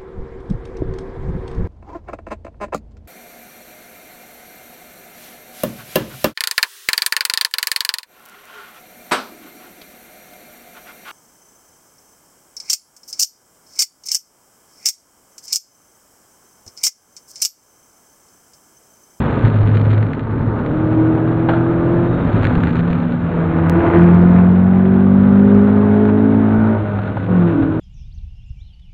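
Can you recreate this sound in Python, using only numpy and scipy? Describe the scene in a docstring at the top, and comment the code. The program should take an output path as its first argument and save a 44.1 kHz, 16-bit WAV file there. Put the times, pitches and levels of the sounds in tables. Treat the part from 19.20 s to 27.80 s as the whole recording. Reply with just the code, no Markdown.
"""Tyre and wind noise, a ribbed kerb and rattling trim come first, inside a small car on a race track.
Its four-cylinder engine pulls, eases, pulls hard and drops for an upshift. It is built from multiples
of its cycle rate, called orders, which boom as they sweep through the air modes of the cabin.
Other cars drone as wavering notes; one roars past as uneven exhaust pulses. Road noise is filtered noise.
Trim rattles are short snaps, and a narrow-band microphone clips the loudest peaks."""
import sys
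import numpy as np
from scipy import signal
from scipy.fft import rfft, irfft
from scipy.io import wavfile

SR = 44100
rng = np.random.default_rng(int(sys.argv[2]) if len(sys.argv) > 2 else 0)


def master(y):
    """Save y as 16-bit WAV."""
    cut = np.clip(np.atleast_2d(y).T, -1, 1)
    pcm = np.round(cut * 32767)  # scale
    wavfile.write(sys.argv[1], SR, pcm.astype(np.int16))


N = 379260
TIME = np.arange(N) / SR


def amp(db):
    """Turns decibels into gain."""
    return 10 ** (np.asarray(db) / 20)


def unit(x):
    """Scales a sound to rms 1."""
    return x / np.sqrt(np.mean(x ** 2) + 1e-20)


def curves(rows):
    """Joins every column of a table by straight lines in time."""
    s, *columns = np.transpose(rows)
    return [np.interp(TIME, s, column) for column in columns]


def colour(x, points):
    """Filters by a spectrum of (f/Hz, level/dB), joined by straight lines over log frequency."""
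    hz, db = np.transpose(points)
    bins_hz = np.fft.rfftfreq(N, 1 / SR)
    gain_db = np.interp(np.log(bins_hz + 1), np.log(hz), db)
    return irfft(rfft(x) * amp(gain_db), N)


def noise(points):
    """Makes noise of rms 1 with the given spectrum."""
    return unit(colour(rng.standard_normal(N), points))


def wander(hz, size=4096):
    """Makes a slow random curve of rms 1, changing up to about the given rate."""
    f = np.fft.rfftfreq(size, TIME[-1] / size)
    spectrum = rfft(rng.standard_normal(size)) / (1 + (f / hz) ** 2)
    slow = unit(irfft(spectrum, size))
    return np.interp(TIME, np.linspace(0, TIME[-1], size), slow)


def angle(hz):
    """Adds up a frequency curve into a running phase in radians."""
    return 2 * np.pi * np.cumsum(hz) / SR


def tone(phase, rough, flutter_hz, order=1):
    """Plays one multiple of a running phase at rms 1, with fluttering height and phase."""
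    start = rng.uniform(0, 2 * np.pi)
    height = 1 + rough * wander(flutter_hz)
    slip = rough * wander(flutter_hz)
    return unit(height * np.cos(order * phase + start + slip))


def drone(rows, gain_db, octave_db, rough):
    """Plays a wavering note and its octave, fading in and out at the ends of its table."""
    hz, db = curves(rows)
    to_nearest_end = np.minimum(TIME - rows[0][0], rows[-1][0] - TIME)
    fade = np.clip(to_nearest_end / 0.0098, 0, 1)
    phase = angle(hz)
    note = tone(phase, rough, flutter_hz=16)
    octave = amp(octave_db) * tone(2 * phase, rough, flutter_hz=20)
    return fade * amp(db + gain_db) * (note + octave)


def lowpass(x, hz, size):
    """Cuts everything above a steep band limit."""
    taps = signal.firwin(size, hz, window=("kaiser", 8), fs=SR)
    return signal.oaconvolve(x, taps[None], "same")


# stretches of rough ground that shake the car: (start t/s, end t/s, shake level/dB)
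ROUGH_GROUND = [(0.247, 0.782, -1.5), (3.207, 3.706, -3.5), (7.8, 8.05, -12.5)]
SHAKE_RISE_S, SHAKE_FALL_S, SMOOTH_SHAKE_DB = 0.24, 0.14, -13.5


def shaking():
    """How hard the car shakes: it builds up before each rough stretch, holds, and dies away."""
    shake = amp(SMOOTH_SHAKE_DB)
    for start, end, db in ROUGH_GROUND:
        early = np.maximum(start - TIME, 0) / SHAKE_RISE_S
        late = np.maximum(TIME - end, 0) / SHAKE_FALL_S
        shake = shake + amp(db) * np.exp(-early - late)
    return shake


PANEL_DB, PANEL_RISE_DB_PER_S = -14, 0.78  # level against the roar, and its steady growth


def panel(centre_hz=1470, width_hz=70):
    """A singing body panel: noise through one narrow resonance, growing steadily."""
    f = np.fft.rfftfreq(N, 1 / SR)
    resonance = 1 / (1 + ((f - centre_hz) / width_hz) ** 2)
    ring = irfft(rfft(rng.standard_normal(N)) * resonance, N)
    return amp(PANEL_DB + PANEL_RISE_DB_PER_S * TIME) * unit(ring)


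# tyre and wind noise before shaking, throttle and passing tyres:
# (t/s, rumble level/dB, roar level/dB, hiss level/dB)
ROAD = [(0, -17.5, -25.5, -41), (.22, -20, -28, -45.5), (.4, -27, -33, -48.5), (1.03, -25, -34, -54.5),
        (1.2, -19, -29, -62), (1.5, -21.5, -32, -48.5), (2.05, -23.5, -31, -49.5),
        (2.4, -23.5, -31.5, -51.5), (3.2, -17, -27.5, -44.5), (3.9, -25.5, -31.5, -47.5),
        (5, -18, -39, -49), (5.5, -27, -37, -49.5), (6.4, -24, -31.5, -47.5), (6.95, -29, -34.5, -48),
        (7.4, -28, -31.5, -48), (8, -28, -35, -49), (8.3, -24.5, -32.5, -45), (8.6, -26.5, -35.5, -51.5)]
# spectra of the three noises, before scaling to rms 1: (f/Hz, level/dB)
RUMBLE_COLOUR = [(15, -21.5), (30, -6), (45, -7.5), (65, -4.5), (110, 3), (160, -1), (205, -3.5), (265, -1),
                 (340, -8.5), (470, -13), (700, -25.5), (1500, -54)]
ROAR_COLOUR = [(150, -11), (350, 1.5), (520, 4.5), (700, -1.5), (900, 1), (1080, -3.5), (1220, 1),
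               (1370, -3.5), (1470, -12), (1600, -6), (1850, -11.5), (2300, -19), (3200, -31),
               (4500, -39.5)]
HISS_COLOUR = [(800, -18.5), (1600, -3), (2400, 0.5), (3100, -5.5), (3800, -8.5), (4400, -26.5),
               (6000, -16.5)]
# the tyres hit a ribbed kerb, skip, then hum along it: (t/s, f/Hz, level/dB before gain_db)
KERB_HUM = [(.21, 103.2, -35), (.25, 109, -4), (.315, 109, -22.5), (.38, 105, -12), (.82, 106.1, -14),
            (.93, 105.7, -28.5)]
# the tyres sing in the bend: (t/s, f/Hz, level/dB before gain_db)
TYRE_SONG = [(1.02, 905, -46), (1.17, 895, -35), (1.4, 916, -40)]
SHAKE_RUMBLE_DB, SHAKE_ROAR_DB = -21, -35.5  # added at a shake of 1
ROAR_THROTTLE_DB = 3.5  # lift from the rush of gas at full throttle
PASS_TYRES_DB = -22.5  # roar of the passing car at its closest


def road(cycle, throttle, shake):
    """Rumble and roar grow on rough ground; roar and hiss pulse with the engine and gust."""
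    rumble_db, roar_db, hiss_db = curves(ROAD)
    # ripples at four, two and one per engine cycle
    pulsing = 1 + 0.26 * np.cos(4 * cycle) + 0.021 * np.cos(2 * cycle) + 0.11 * np.cos(cycle)
    gust = amp(1.2 * wander(hz=22))
    # independent noises add by power
    own_roar = np.hypot(amp(roar_db + ROAR_THROTTLE_DB * throttle), amp(SHAKE_ROAR_DB) * shake)
    roar_level = np.hypot(own_roar, amp(PASS_TYRES_DB) * nearness())
    rumble_level = np.hypot(amp(rumble_db), amp(SHAKE_RUMBLE_DB) * shake)
    rumble = rumble_level * noise(RUMBLE_COLOUR)
    rush = roar_level * noise(ROAR_COLOUR) + amp(hiss_db) * noise(HISS_COLOUR)
    kerb = drone(KERB_HUM, gain_db=0.8, octave_db=-27.5, rough=0.08)
    song = drone(TYRE_SONG, gain_db=2.5, octave_db=-24, rough=0.76)
    return rumble + kerb + song + unit(pulsing) * gust * rush + roar_level * panel()


# a faint high squeal: (t/s, f/Hz, level/dB before gain_db)
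SQUEAL = [(2.83, 3720, -68), (2.94, 3740, -62), (3.06, 3700, -62)]


def squeal():
    """A thin wavering note with almost no octave."""
    return drone(SQUEAL, gain_db=4, octave_db=-43, rough=.35)


# thuds from the suspension: (t/s, level/dB)
JOLTS = [(.24, -14), (0.431, -14.5), (0.559, -22), (3.21, -27), (3.37, -15), (3.701, -20), (7.38, -18),
         (8.42, -22)]


def jolts(ring_hz=48, t60=0.17):
    """The suspension takes a bump and the body thuds: a low sine that dies away."""
    thuds = np.zeros(N)
    for s, db in JOLTS:
        age = np.maximum(TIME - s, 0)
        thuds += amp(db - 60 * age / t60) * np.sin(2 * np.pi * ring_hz * age)
    return thuds


# bumps and gear-change knocks that shake the body: (t/s, level/dB, time to fall 60 dB t/s)
BUMPS = [(2.286, -12, 0.17), (2.331, -23.5, 0.52), (3.304, -22.5, 0.11), (7.786, -22.5, 0.069),
         (7.87, -24, 0.12), (7.969, -19, 0.062), (8.425, -21.5, 0.067)]


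def bumps(rise=0.0027):
    """A jolt sets all the panels clattering at once: noise that rises fast and dies away."""
    level = np.zeros(N)
    for s, db, t60 in BUMPS:
        attack = np.clip((TIME - s) / rise, 0, 1)
        level += attack * amp(db - 60 * np.maximum(TIME - s, 0) / t60)
    clatter = noise([(200, -6.5), (650, 8), (860, 10.5), (1100, -1.5), (1400, 7), (1800, -8.5),
                     (2400, -13.5), (3600, -19.5), (5000, -34.5)])
    return level * clatter


# the loudest trim rattles: (t/s, level/dB before the common lift and the filter)
RATTLES = [(0.2572, -21), (0.28, -21), (0.5708, -20), (0.6487, -30.5), (0.7817, -31.5), (0.828, -21),
           (0.9333, -19), (0.994, -24), (1.39, -26), (1.462, -25), (3.2312, -15), (3.2433, -17),
           (3.2515, -11.5), (3.269, -15), (3.3533, -18), (3.4353, -14), (3.4712, -17.5), (3.5554, -18),
           (3.592, -21), (3.7305, -19.5), (3.9213, -25), (6.853, -21.5)]
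# spectrum of loose trim: (f/Hz, level/dB)
RATTLE_COLOUR = [(200, -22.5), (700, -10.5), (1500, 7.5), (2200, 1.5), (3000, -6), (4200, -13), (6000, -15)]
CHATTER_DB, SNAP_DB = -40, -15  # at a shake of 1; snaps before the filter
CHATTER_PER_S, SNAPS_PER_S = 200, 34  # average rates; snaps scale with shake squared


def rattles(shake, ring_t60=0.024, snap=2.57, ring_share=0.19, spread_db=3):
    """Loose plastic trim snaps with very short rings; shaking adds lighter snaps and fine chatter."""
    t = TIME[:2048]
    touching = rng.random(N) < shake ** 2 * SNAPS_PER_S / SR
    contacts = touching * shake * amp(SNAP_DB + spread_db * rng.uniform(-1, 1, N))
    grains = (rng.random(N) < CHATTER_PER_S / SR) * rng.standard_normal(N)
    # each hit is a decaying burst of noise with a sharp first sample
    hits = ring_share * rng.standard_normal((len(RATTLES) + 1, len(t))) * amp(-60 * t / ring_t60)
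    hits[:, 0] += snap
    snaps = signal.oaconvolve(contacts, hits[0])
    for (s, db), hit in zip(RATTLES, hits[1:]):
        first = round((s + .001) * SR)
        snaps[first:][:len(t)] += amp(db + 11.0) * hit
    chatter = amp(CHATTER_DB) * shake * unit(colour(grains, RATTLE_COLOUR))
    return colour(snaps[:N], RATTLE_COLOUR) + chatter


# a car ahead pulls out of the bend and lifts: (t/s, f/Hz, level/dB before gain_db)
CAR_AHEAD = [(1, 105.7, -31), (1.22, 109.2, -15.5), (1.5, 112.5, -25), (1.8, 115.5, -16.5),
             (2.7, 124.6, -20), (2.9, 123.2, -19), (3.1, 107.9, -20.5), (3.23, 104.6, -14.5),
             (3.33, 100.5, -39)]
# two more cars drone nearby: (t/s, f/Hz, level/dB before gain_db)
CAR_CLOSING = [(3.25, 171, -39), (3.38, 174.7, -13.5), (3.49, 168.3, -23), (3.6, 170.4, -15.5),
               (4, 171.4, -21), (4.2, 167.3, -17.5), (4.46, 162.5, -15.5), (4.58, 176, -16),
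               (4.68, 175, -28)]
CAR_ALONGSIDE = [(4, 88, -32.5), (4.3, 88.3, -27), (4.9, 91.3, -21.5), (5.5, 94.4, -23), (6.5, 99.2, -22),
                 (7.5, 103.7, -21), (8, 104.2, -25.5), (8.6, 104, -28.5)]
# the thin overtone of the car alongside: (t/s, f/Hz, level/dB before gain_db)
WHINE = [(7.25, 615, -53), (7.55, 612.6, -30.5), (7.8, 617.4, -34.5), (8, 631.6, -41)]


def traffic():
    """The cars around, mostly bass through the closed body: wavering notes with weak octaves."""
    ahead = drone(CAR_AHEAD, gain_db=-1.6, octave_db=-17.0, rough=0.18)
    closing = drone(CAR_CLOSING, gain_db=-1.0, octave_db=-27.5, rough=0.028)
    alongside = drone(CAR_ALONGSIDE, gain_db=1.7, octave_db=-18.5, rough=0.023)
    whine = drone(WHINE, gain_db=-1.0, octave_db=-17.0, rough=0.06)
    return ahead + closing + alongside + whine


# engine speed of the passing car, in four-stroke cycles per second: (t/s, f/Hz)
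OVERTAKER = [(3.901, 39.96), (4.45, 40.99), (4.7, 42.22), (4.86, 42.78), (5.131, 44.06), (5.899, 40.7)]
PASS_S, PASS_WIDTH_S = 4.72, 0.18  # when it is closest, and how long it takes to cover that distance
PASS_FADE_S = 0.23


def nearness():
    """One over the distance to the passing car, 1 at its closest, faded at both ends."""
    to_nearest_end = np.minimum(TIME - OVERTAKER[0][0], OVERTAKER[-1][0] - TIME)
    in_earshot = np.clip(to_nearest_end / PASS_FADE_S, 0, 1)
    return in_earshot / np.hypot(1, (TIME - PASS_S) / PASS_WIDTH_S)


def scatter(x, t60=0.049, size=4096):
    """Many short paths, off the road, the wall and the glass, smear each pulse."""
    paths = rng.standard_normal(size) * amp(-60 * TIME[:size] / t60)
    # keep only the random phases: the paths blur the attack and keep the colour
    flat = irfft(np.exp(1j * np.angle(rfft(paths))), size)
    fade_out = signal.windows.hann(2 * size)[size:]
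    return signal.oaconvolve(x, flat * fade_out)[:N]


# barks of the passing exhaust: (t/s, half length t/s, level/dB)
BARKS = [(4.662, 0.026, -32), (4.747, 0.013, -23.5), (5.19, 0.035, -31)]
# spectrum of the passing exhaust, before scaling to rms 1: (f/Hz, level/dB)
BARK_COLOUR = [(40, -43), (200, -19), (340, -3.5), (440, 7), (580, -15), (675, 5), (790, -3), (1000, -1),
               (1300, -11), (1800, -12.5), (2150, -13.5), (2700, -23.5), (4400, -43.5)]
PASS_EXHAUST_DB, PASS_NOTE_DB = -23, -14  # exhaust and its note when closest


def overtaker(uneven=0.23, gas=1.0):
    """An open exhaust passes close by: unequal pulses, each with a puff of gas."""
    cycle_hz = curves(OVERTAKER)[0]
    level = amp(PASS_EXHAUST_DB) * nearness()
    for s, half, db in BARKS:
        level += amp(db) * np.exp(-((TIME - s) / half) ** 2)
    firing = np.cumsum(4 * cycle_hz) / SR  # firings so far, four a cycle
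    beat = np.floor(firing).astype(int)
    cylinder = np.take([1.1, 0.54, 1.3, 0.44], beat, mode="wrap")
    pulses = np.diff(beat, prepend=0) * cylinder * (1 + uneven * rng.standard_normal(N))
    puffs = cylinder * np.exp(-(firing % 1) / 0.36) * rng.standard_normal(N)
    exhaust = unit(colour(scatter(unit(pulses) + gas * unit(puffs)), BARK_COLOUR))
    # squaring the nearness lets the note be heard only close by
    note_level = amp(PASS_NOTE_DB) * nearness() ** 2
    note = note_level * tone(angle(cycle_hz), order=8, rough=0.26, flutter_hz=20)
    return note + level * exhaust


# air modes of the cabin, which lift each order as it sweeps through: (f/Hz, width f/Hz, level/dB)
CABIN = [(144.5, 15, -1), (175, 32, -1.64), (200, 21, -2), (218, 16, -7.5), (246, 33, 2.5),
         (267.7, 6.8, 3.5), (317.9, 10, 4.5), (336.5, 26, 1.5), (380.2, 12, -2.5), (403.6, 9.6, 0.5),
         (416.9, 21.8, 0)]
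BETWEEN_MODES_DB = -20


def cabin(hz):
    """Gain of the cabin's air modes at a moving frequency, adding their powers."""
    power = amp(BETWEEN_MODES_DB) ** 2
    for centre, width, db in CABIN:
        power = power + amp(db) ** 2 / (1 + (2 * (hz - centre) / width) ** 2) ** 2
    return np.sqrt(power)


def under_load(throttle, levels):
    """Blends three levels, given for coasting, half throttle and wide open."""
    return np.interp(throttle, [0, .5, 1], levels)


def upper_orders(start_db=-17.0, step_db=0.58, firing_db=5, count=24):
    """From order 20 the series falls evenly; multiples of the firing rate stand out."""
    return [(20 + k, start_db - step_db * k + firing_db * (k % 4 == 0)) for k in range(count)]


# engine speed in four-stroke cycles per second, before a tiny wander: (t/s, f/Hz)
REVS = [(0, 39.26), (.55, 37.55), (1.05, 37.7), (1.5, 38.88), (2, 40.26), (2.5, 41.84), (3.08, 43.5),
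        (3.3, 41.06), (4.08, 40.2), (4.8, 43.06), (5.5, 46.45), (6.5, 51.16), (7.55, 55.22), (7.65, 52.1),
        (8, 45.6), (8.15, 45.2), (8.43, 39.13), (8.6, 40.1)]
# the booming orders, before the cabin gain:
# (multiple of the cycle rate, coasting level/dB, half-throttle level/dB, wide-open level/dB)
BOOM = [(3, -43.5, -31.5, -23.5), (4, -25.5, -19.5, -6.5), (5, -54, -36, -16), (6, -24.5, -33, -28),
        (8, -47, -19.5, -19.5)]
# order 7 growls as the clutch bites: (t/s, level/dB)
GROWL = [(8.05, -57), (8.2, -50), (8.36, -13.5), (8.47, -20.5), (8.6, -32)]
# the weaker orders, before the even-order lift and wander:
# (multiple of the cycle rate, level/dB against the rasp)
ORDERS = [(7, 3), (9, -2.5), (10, -2.5), (11, -1), (12, -3.5), (13, -5.5), (14, -9), (15, -4.5),
          (16, -10.5), (17, -6.5), (18, -15.5), (19, -18.5)]
# lift of the even weaker orders: coasting, half-throttle, wide-open level/dB
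EVEN_ORDERS_DB = [1.5, 3, -1]
RASP_COAST_DB, RASP_PULL_DB = -47, -34.5  # coasting, and from half throttle up


def engine(throttle):
    """Four firings a cycle; unequal cylinders fill in the orders between. Returns sound and phase."""
    cycle_hz = curves(REVS)[0]
    cycle = angle(cycle_hz * (1 + 0.0013 * wander(hz=10.9)))
    boom = amp(curves(GROWL)[0]) * tone(cycle, order=7, rough=0.24, flutter_hz=20)
    for k, *load_db in BOOM:
        k = round(k)
        level = amp(under_load(throttle, load_db)) * cabin(k * cycle_hz)
        boom += level * tone(cycle, order=k, rough=0.018 * k, flutter_hz=21.8)
    # higher up the modes crowd together, so each order swells, fades and slips in phase by chance
    even_db = under_load(throttle, EVEN_ORDERS_DB)
    rasp = np.zeros(N)
    for k, db in ORDERS + upper_orders():
        k = round(k)
        level = amp(db + even_db * (k % 2 == 0) + 2.6 * wander(hz=2.2))
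        slipping = cycle + 1.6 * wander(hz=.7) / k
        rasp += level * tone(slipping, order=k, rough=0.2, flutter_hz=9)
    rasp_level = amp(under_load(throttle, [RASP_COAST_DB, RASP_PULL_DB, RASP_PULL_DB]))
    return boom + rasp_level * rasp, cycle


# the driver's foot: (t/s, throttle 0-1)
THROTTLE = [(0, 0.12), (.4, 0.3), (1.25, 0.05), (1.52, 0.56), (2.85, 0.5), (3.35, 0.08), (3.95, .02),
            (4.15, 0.38), (4.72, 0.41), (4.79, 1), (7.52, 0.9), (7.6, 0.28), (8.06, 0.01), (8.11, 0.83),
            (8.24, 0.88), (8.34, 0.52), (8.6, .36)]


def scene():
    """Adds up everything heard between the seats, with throttle and shaking shared by the sources."""
    throttle, shake = curves(THROTTLE)[0], shaking()
    motor, cycle = engine(throttle)
    body = rattles(shake) + bumps() + jolts() + squeal()
    return (motor + traffic() + overtaker() + road(cycle, throttle, shake) + body)[None]


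# a lone dry tick: (t/s, height before the band limit)
TICK = (4.4973, .34)


def tick(fall=.0004):
    """One sudden step that relaxes at once."""
    s, height = TICK
    return height * (TIME >= s) * np.exp(-abs(TIME - s) / fall)


# treble of the whole sound: a steep fall above 4.2 kHz, with faint bands near 7 and 10 kHz: (f/Hz, level/dB)
TREBLE_COLOUR = [(4200, 0), (4480, -6), (4720, -15.5), (6000, -23.5), (7000, -13.5), (8300, -28.5),
                 (10000, -25.5), (11500, -56.5)]
EDGE_HZ = 15800  # upper band limit


def record(dry):
    """The treble falls away, a dry tick is added, peaks overload at full scale, then the band limit."""
    ends = np.clip(np.minimum(TIME, TIME[-1] - TIME) / .004, 0, 1)
    heard = colour(dry * ends, TREBLE_COLOUR) + tick()
    return lowpass(np.clip(heard, -1, 1), EDGE_HZ, size=511)


dry = scene()
out = record(dry)
master(out)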